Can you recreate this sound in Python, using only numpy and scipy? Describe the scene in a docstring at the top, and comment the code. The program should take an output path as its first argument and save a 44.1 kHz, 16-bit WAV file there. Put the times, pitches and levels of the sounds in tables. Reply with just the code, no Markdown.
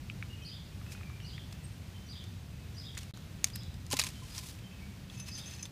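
"""A cut plastic strap on gravel, outdoors: light clicks and taps, then it snaps, springs off, thuds and clatters.
Impact bursts excite the strap's resonances; decaying sines make the landing; noise grains make the grit.
A small metal tool jingles at the end as struck modes. Distant birds are pitch-swept sines in garden echoes.
Low traffic rumble and hiss are coloured noise, with a low hum late on. The sound drops out briefly before the snap."""
import sys
import numpy as np
from scipy import signal
from scipy.fft import rfft, irfft
from scipy.io import wavfile
from scipy.ndimage import uniform_filter1d

SR = 44100
rng = np.random.default_rng(int(sys.argv[2]) if len(sys.argv) > 2 else 0)


def to_linear_factor(level_db):
    """Convert decibel levels (scalar or array-like) to linear amplitude factors."""
    exponent = np.asarray(level_db, float) / 20
    return 10 ** exponent


def int16_out(signal):
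    """Quantize to a 16-bit WAV file."""
    q = np.round(np.clip(np.atleast_2d(signal).T, -1, 1) * 32767)
    wavfile.write(sys.argv[1], SR, q.astype(np.int16))


N = 252075
T = np.arange(N) / SR

# strap impacts: t/s, level/dB, ring f/Hz, crack re ring/dB, thrown grit level/dB
CLICKS = [(0.9196, -35.5, 2440, 3, -62), (1.525, -44, 5500, -2, -55), (2.2394, -42, 3350, 9, -59),
          (2.9505, -38, 5050, 3, -62), (2.976, -30.5, 7000, -7, -41.5), (2.9884, -39, 6100, 0, -62),
          (3.0094, -38, 3620, 5, -62), (3.032, -32, 2850, 5, -65), (3.1731, -37.5, 1520, 3, -68),
          (3.4429, -7.5, 6240, 4, -50), (3.4446, -17.5, 5600, 1, -52), (3.467, -40, 5000, 8, -62),
          (3.485, -37, 2020, 10, -60), (3.501, -38, 3510, 4, -60), (3.5553, -33, 8000, 6, -60),
          (3.5587, -25.5, 12400, 0, -54), (3.6338, -39, 4770, 7, -65), (3.742, -40, 3820, 4, -65),
          (3.8657, -34.5, 4520, 23, -63), (3.903, -33, 6340, 6, -53), (3.9126, -21, 6000, 10, -41.5),
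          (3.921, -21, 9680, -2, -41.5), (3.928, -26, 5130, 8, -36), (3.9397, -23, 6160, 8, -52),
          (3.9685, -21, 4430, 5, -46), (3.9904, -15.5, 2480, 3.5, -40.5), (3.9952, -10.5, 2380, 6.5, -38.5),
          (3.9994, -20, 4760, -11, -43.5), (4.0148, -22, 3900, -11, -41.5), (4.026, -27, 2460, 2, -56),
          (4.0379, -19, 6000, 16, -56), (4.0444, -25, 4400, 6, -60), (4.0673, -25.5, 2500, 8, -42),
          (4.0884, -31, 2480, 10, -52), (4.3485, -37, 3500, -8, -64), (4.3803, -23.5, 5600, -1, -50),
          (4.4294, -45, 2470, 16, -69), (4.46, -37, 2850, 10, -67), (4.488, -37, 6140, 6, -65),
          (4.588, -43, 2310, -7, -60), (5.0992, -39, 3380, -20, -66), (5.6295, -27, 6560, -6, -54),
          (5.654, -36, 3540, -3, -54)]
# strap modes: f/Hz, width/Hz, level/dB
STRAP = [(2480, 740, 0.5), (4550, 3000, -5.5), (5000, 1900, -2), (6700, 1250, 0.5), (8260, 690, -4),
         (10600, 350, -27)]


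def tail(t60, length):
    """Exponential fall of 60 dB in t60 s."""
    return np.exp(-np.log(1000) * np.arange(int(length * SR)) / SR / t60)


def band(x, hz, width):
    """Two-pole resonance, gain 1 at the centre."""
    return signal.lfilter(*signal.iirpeak(min(hz, .45 * SR), hz / width, fs=SR), x)


def unit(x):
    """Scale to rms 1."""
    return x / np.sqrt(np.mean(x ** 2))


def add(out, s, x):
    """Mix x into out from time s."""
    i = int(s * SR)
    out[i:i + len(x)] += x[:len(out) - i]


def walk(rate):
    """Random levels held 1 / rate s and slewed twice."""
    k = int(SR / rate)
    held = np.repeat(rng.standard_normal(N // k + 1), k)
    return 1.23 * uniform_filter1d(uniform_filter1d(held, k), k)[:N]


def swell(s, db, rise_ms, fall_ms):
    """Exponential rise to a peak at s, exponential fall."""
    ms = 1000 * (T - s)
    return to_linear_factor(db) * np.exp(np.minimum(ms / rise_ms, -ms / fall_ms))


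def tone(hz, db):
    """Sine following a pitch and level track."""
    return to_linear_factor(db) * np.sqrt(2) * np.sin(2 * np.pi * np.cumsum(hz) / SR)


def echoes(x, t60, wet_db, patchy_db, top_hz):
    """Scattered returns from trees, walls and ground: decaying noise in clumps, dulled by the air."""
    response = rng.standard_normal(SR // 2) * tail(t60, .5) * to_linear_factor(patchy_db * walk(114.6)[:SR // 2])
    response = signal.lfilter(*signal.butter(2, min(top_hz, .45 * SR), fs=SR), response)
    response /= np.sqrt(np.sum(response ** 2))
    return x + to_linear_factor(wet_db) * signal.fftconvolve(x, response)[:N]


def air():
    """Traffic rumble and hiss: noise with swelling bass and smoother treble; a low hum swells late, then stays."""
    # noise spectrum: f/Hz, level/dB
    spectrum = [(12, -46), (22, -28), (50, -6), (90, 1.5), (126, -2), (200, -8), (227, -13), (280, -17),
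                (460, -24.5), (850, -28), (1200, -30), (2600, -29), (4500, -32), (10000, -41),
                (15300, -42.5)]
    # traffic swell: t/s, level/dB
    rumble = [(0, 2.5), (.5, 0), (1.2, 1.5), (2, 0), (2.7, 0.5), (3.2, 1), (3.6, 2), (4.2, 1.5),
              (4.7, -1.5), (5.2, -0.5), (5.72, -1)]
    # low hum: t/s, f/Hz, level/dB
    hum_track = [(4.6, 181.2, -75), (4.65, 187.4, -49.5), (4.78, 186.3, -62.5), (4.89, 201.1, -45.5),
                 (4.93, 188.7, -58)]
    level_db = -45
    f = np.fft.rfftfreq(N, 1 / SR)
    hz, db = np.transpose(spectrum)
    shaped = rfft(rng.standard_normal(N)) * to_linear_factor(np.interp(np.log(f + 1), np.log(hz), db))
    bass = 1 / (1 + (f / 260) ** 4)
    low, high = irfft(shaped * bass, N), irfft(shaped * (1 - bass), N)
    swell_db = np.interp(T, *np.transpose(rumble)) + 0.3 * walk(12)
    noise = low * to_linear_factor(swell_db) + high * to_linear_factor(0.82 * walk(5.86))
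    s, hum_hz, hum_db = np.transpose(hum_track)
    hum = tone(np.interp(T, s, hum_hz), np.interp(T, s, hum_db))
    return to_linear_factor(level_db) * unit(noise) + hum


def birds():
    """One bird repeats a warbling chirp of arched syllables, others whistle short notes; all far off, mostly echo."""
    # chirps: t/s, level/dB, pitch factor, time stretch
    chirps = [(0.447, -53.5, 0.95, 0.79), (1.245, -57.5, 0.95, 1), (2.085, -55.5, 0.98, 0.8),
              (2.767, -53.5, 0.99, 0.8), (3.532, -59, 1.04, 0.8), (4.301, -63, 1.01, 1.04),
              (5.313, -54.5, 1.01, 0.81)]
    # chirp syllables: t after start/s, length/s, start f/Hz, top f/Hz, end f/Hz, level/dB
    syllables = [(-.03, 0.0274, 5440, 5990, 6330, -9.5), (0, .062, 4202, 5005, 2960, 2.5),
                 (.084, .08, 2897, 3706, 2870, -4)]
    # whistled notes: t/s, length/s, start f/Hz, end f/Hz, level/dB
    whistles = [(0.295, 0.027, 2905, 2793, -56.5), (.352, 0.07, 2500, 2590, -64),
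                (.415, 0.04, 3120, 3050, -62), (0.858, 0.033, 2610, 2640, -64),
                (.92, 0.024, 2454, 2514, -59.5), (1.027, .05, 2453, 2275, -62),
                (1.106, .07, 2300, 2440, -68), (1.202, 0.04, 3066, 2770, -60),
                (1.495, 0.071, 2730, 2560, -71), (1.636, 0.025, 8400, 8560, -56.5),
                (1.93, 0.09, 3165, 2965, -67.5), (2.505, 0.057, 2563, 2560, -70),
                (3.134, 0.01, 3120, 4590, -57), (4.133, 0.071, 3100, 3090, -66.5),
                (4.635, 0.041, 3130, 3070, -64), (4.696, 0.026, 2720, 2520, -62),
                (4.792, 0.043, 2264, 2280, -62)]
    arch_power, fade_db = 3.2, -4  # higher = flatter top; level change over a syllable
    trill_hz, trill_depth = 55, .04  # rate before stretch
    near, far = np.zeros(N), np.zeros(N)
    warble, flutter_db = 1 + .018 * walk(300), 3 * walk(200)
    for start, level_db, pitch, stretch in chirps:
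        for after, length, from_hz, top_hz, to_hz, db in syllables:
            s = start + after * stretch
            u = np.linspace(-1, 1, int(length * stretch * SR))
            span = slice(int(s * SR), int(s * SR) + len(u))
            trill = 1 + trill_depth * np.sin(2 * np.pi * trill_hz * length * (u + 1) / 2)
            arch_hz = top_hz - (top_hz - np.where(u < 0, from_hz, to_hz)) * np.abs(u) ** arch_power
            track_hz = pitch * trill * warble[span] * arch_hz
            track_db = level_db + db + fade_db * (u + 1) / 2 + flutter_db[span]
            note = tone(track_hz, track_db) + tone(2 * track_hz, track_db - 20)
            add(near, s, note * signal.windows.tukey(len(u), .12))
    for start, length, from_hz, to_hz, level_db in whistles:
        count = int(length * SR)
        track_hz = np.linspace(from_hz, to_hz, count) * np.sqrt(warble[int(start * SR):][:count])
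        add(far, start, tone(track_hz, level_db) * signal.windows.tukey(count, .4))
    far *= to_linear_factor(1.0 * walk(80))
    return echoes(near, 0.63, 1.4, 2.1, 6400) + echoes(far, 0.52, 0.73, 2.9, 4900)


def jingle():
    """Each blow strikes the same metal modes with its own strengths; many small knocks keep them buzzing."""
    # blows on the tool: t/s, level/dB, brightness/(dB per octave)
    blows = [(5.0971, -63, -12.5), (5.1715, -61, -12.5), (5.1992, -41.5, 3.5), (5.2619, -50.5, -1.5),
             (5.2844, -43, 1), (5.351, -45.5, -2), (5.3797, -44.5, 5), (5.458, -49, -3), (5.4754, -51, 15),
             (5.5183, -55, -4.5), (5.5443, -51.5, -4), (5.593, -53, -7), (5.626, -44.5, 5)]
    # tool modes: f/Hz, level/dB, t60/s
    metal = [(1836, -21, .3), (2600, -7, .12), (3500, -14, .05), (5140, -5, .09), (6142, 0, .1),
             (6340, -4, .09), (6900, -10, .03), (10200, -11, .06)]
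    # small knocks: t/s, level/dB
    rattle = [(5.09, -85), (5.12, -69.5), (5.2, -59), (5.3, -60), (5.4, -62), (5.5, -54.5), (5.6, -65),
              (5.67, -75), (5.7, -92)]
    out = np.zeros(N)
    chance = rng.standard_normal((len(blows), len(metal), 2))
    t = np.arange(int(.4 * SR)) / SR
    attack = 1 - np.exp(-t / 0.00051)
    for (s, db, tilt_db), row in zip(blows, chance):
        for (hz, mode_db, t60), (size, detune) in zip(metal, row):
            level = to_linear_factor(db + mode_db + tilt_db * np.log2(hz / 6200) + 3.6 * size)
            sine = np.sin(2 * np.pi * hz * (1 + detune / 500) * t)
            add(out, s, level * tail(t60, .4) * sine * attack)
    knocks = rng.standard_normal((len(metal), N)) * (rng.random(N) < 90 / SR)  # 90 per second
    buzz = sum(to_linear_factor(db) * unit(band(k, hz, np.log(1000) / np.pi / t60))
               for k, (hz, db, t60) in zip(knocks, metal))
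    return out + buzz * to_linear_factor(np.interp(T, *np.transpose(rattle)))


def rustle():
    """Dense grit grains of uneven size, bright and dull parts, bunching quickly; pebbles tick in the scrapes."""
    # scrapes of strap or tool over the stones: peak t/s, level/dB, spread/ms, low part re level/dB
    scrapes = [(.925, -52.5, 16.5, -5), (3.02, -64, 51, 6.5), (3.475, -58, 18, 1.5), (3.97, -54, 23, 6),
               (4.055, -50, 22, 1.5), (4.15, -65, 69, 7), (4.3, -57.5, 92, -0.5), (4.378, -49, 19, -1),
               (4.44, -56.5, 33, -12), (4.495, -53, 33, -4), (5.14, -64, 26, 8.5), (5.201, -54, 10.5, 4.5),
               (5.285, -52, 14.6, 4), (5.388, -55, 17, 2.5), (5.53, -57, 69, 5)]
    rise_ms, fall_ms, thrown_low_db = 2.2, 5.4, 2.5
    pebbles_per_s, pebble_db = 100, 10.5
    thrown = sum(swell(row[0] + rise_ms / 1000, row[-1], rise_ms, fall_ms) for row in CLICKS)
    scrape = sum(swell(s, db, ms, ms) for s, db, ms, _ in scrapes)
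    scrape_low = sum(swell(s, db + low_db, ms, ms) for s, db, ms, low_db in scrapes)
    low = to_linear_factor(thrown_low_db) * thrown + scrape_low
    size_db = 2.2 * np.minimum(rng.exponential(size=(2, N)), 5) + 2 * walk(250)
    grains = rng.standard_normal((2, N)) * to_linear_factor(size_db)
    bright = unit(band(grains[0], 5900, 4500) + 0.38 * band(grains[0], 8800, 5000))
    dull = unit(band(band(grains[1], 3560, 4300), 2000, 5000) + 0.34 * band(grains[1], 1040, 1030))
    ticks = rng.standard_normal(N) * (rng.random(N) < pebbles_per_s / SR)
    ringing = sum(to_linear_factor(g) * band(ticks * scrape, f, w) * SR / w / 10 for f, w, g in STRAP)
    return (thrown + scrape) * bright + low * dull + to_linear_factor(pebble_db) * ringing


def struck(hz, db, t60):
    """One mode ringing out after a soft blow."""
    fall = tail(t60, .3)
    t = np.arange(len(fall)) / SR
    return to_linear_factor(db) * fall * (1 - np.exp(-t / 0.00053)) * np.sin(2 * np.pi * hz * t)


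def thuds():
    """The strap's loop lands with a dull thud; a hollow note rings as it bounces."""
    # landing loop modes: f/Hz, level/dB, t60/s
    loop = [(271, -29.5, 0.068), (430, -27.5, 0.024), (544, -24.5, 0.018), (820, -26.5, 0.026)]
    # knocks on the hollow note: t/s, level/dB
    hollow = [(3.912, -39), (3.944, -44), (4.036, -43.5), (4.068, -52), (4.22, -48.5), (4.38, -51),
              (4.43, -52.5)]
    landing_s, hollow_hz, hollow_t60_s = 3.9345, 1025, 0.1
    out = np.zeros(N)
    add(out, landing_s, sum(struck(*mode) for mode in loop))
    for s, db in hollow:
        add(out, s, struck(hollow_hz, db, hollow_t60_s))
    return out


def bursts(count):
    """Short clusters of tiny impacts around one main release."""
    t = np.arange(1024) / SR
    out = 0.28 * rng.standard_normal((count, 1024)) * t / 0.00072 * np.exp(1 - t / 0.0005)
    out[:, 16] += 1.5
    return out


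def ring(burst, hz, t60):
    """One short resonance."""
    return unit(band(band(burst, hz, hz / 2), hz, np.log(1000) / np.pi / max(t60, .002)))


def taps():
    """Compact knocks of dull plastic: a mid band and one short ring."""
    # taps: t/s, level/dB, ring f/Hz
    knocks = [(.0989, -29, 2330), (.2257, -28.5, 2260), (0.814, -43, 1340), (0.8646, -40.5, 2630),
              (0.9492, -40, 1430), (0.9772, -41, 2470), (1.01, -41, 1330), (1.0322, -39, 2320),
              (1.0993, -41, 1300), (1.202, -39, 2760), (1.3795, -37, 1880), (2.9719, -33.5, 2030)]
    low_hz, high_hz, ring_t60_s, ring_db = 1270, 2770, 0.0098, -0.5
    out = np.zeros(N)
    body = signal.butter(3, [low_hz, high_hz], "bandpass", fs=SR, output="sos")
    for (s, db, hz), burst in zip(knocks, bursts(count=len(knocks))):
        tap = unit(signal.sosfilt(body, burst)) + to_linear_factor(ring_db) * ring(burst, hz, ring_t60_s)
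        add(out, s, to_linear_factor(db) * tap / np.abs(tap).max())
    return out


def clicks():
    """A burst of tiny impacts rings one short resonance, cracks through the strap's modes and knocks a dull body."""
    ring_cycles = 28  # to fall 60 dB
    body_db, body_db_per_octave = -6, -10  # re ring at 2.4 kHz; weaker under higher rings
    bounce_ms, bounce_db = 1.7, -29  # off the stones
    out = taps()
    for (s, db, hz, crack_db, _), burst in zip(CLICKS, bursts(count=len(CLICKS))):
        modes = sum(to_linear_factor(g) * band(band(burst, f, f), f, w) for f, w, g in STRAP)
        crack = .5 * band(burst, 5600, 7500) + modes
        body = band(band(burst, 1300, 2000), 1500, 2200)
        body_level = to_linear_factor(body_db + body_db_per_octave * np.log2(hz / 2400))
        click = ring(burst, hz, ring_cycles / hz) + to_linear_factor(crack_db) * unit(crack) + body_level * unit(body)
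        add(out, s, to_linear_factor(db) * click / np.abs(click).max())
    lag = int(bounce_ms * SR / 1000)
    out[lag:] += to_linear_factor(bounce_db) * out[:-lag].copy()
    return echoes(out, .06, -18, 1.5, 9000)


def scene():
    """All sources at one microphone."""
    return (air() + birds() + jingle() + rustle() + thuds() + clicks())[None]


def band_limit(x):
    """A steep low-pass at the top of the band."""
    return signal.sosfilt(signal.butter(12, 16520, fs=SR, output="sos"), x)


def record(dry):
    """The signal loses its top; its level ducks, then drops out briefly."""
    top_hz = 15300
    duck_s, mute_s, back_s, duck_db, mute_db = 3.1125, 3.1245, 3.1373, -22, -70  # mute adds to duck
    ducked = (T > duck_s) & (T < back_s)
    muted = (T > mute_s) & (T < back_s)
    gate = uniform_filter1d(to_linear_factor(duck_db * ducked + mute_db * muted), size=40)
    wet = signal.sosfilt(signal.ellip(8, .2, 50, top_hz, fs=SR, output="sos"), dry)
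    return band_limit(wet * gate)


dry = scene()
out = record(dry)
int16_out(out)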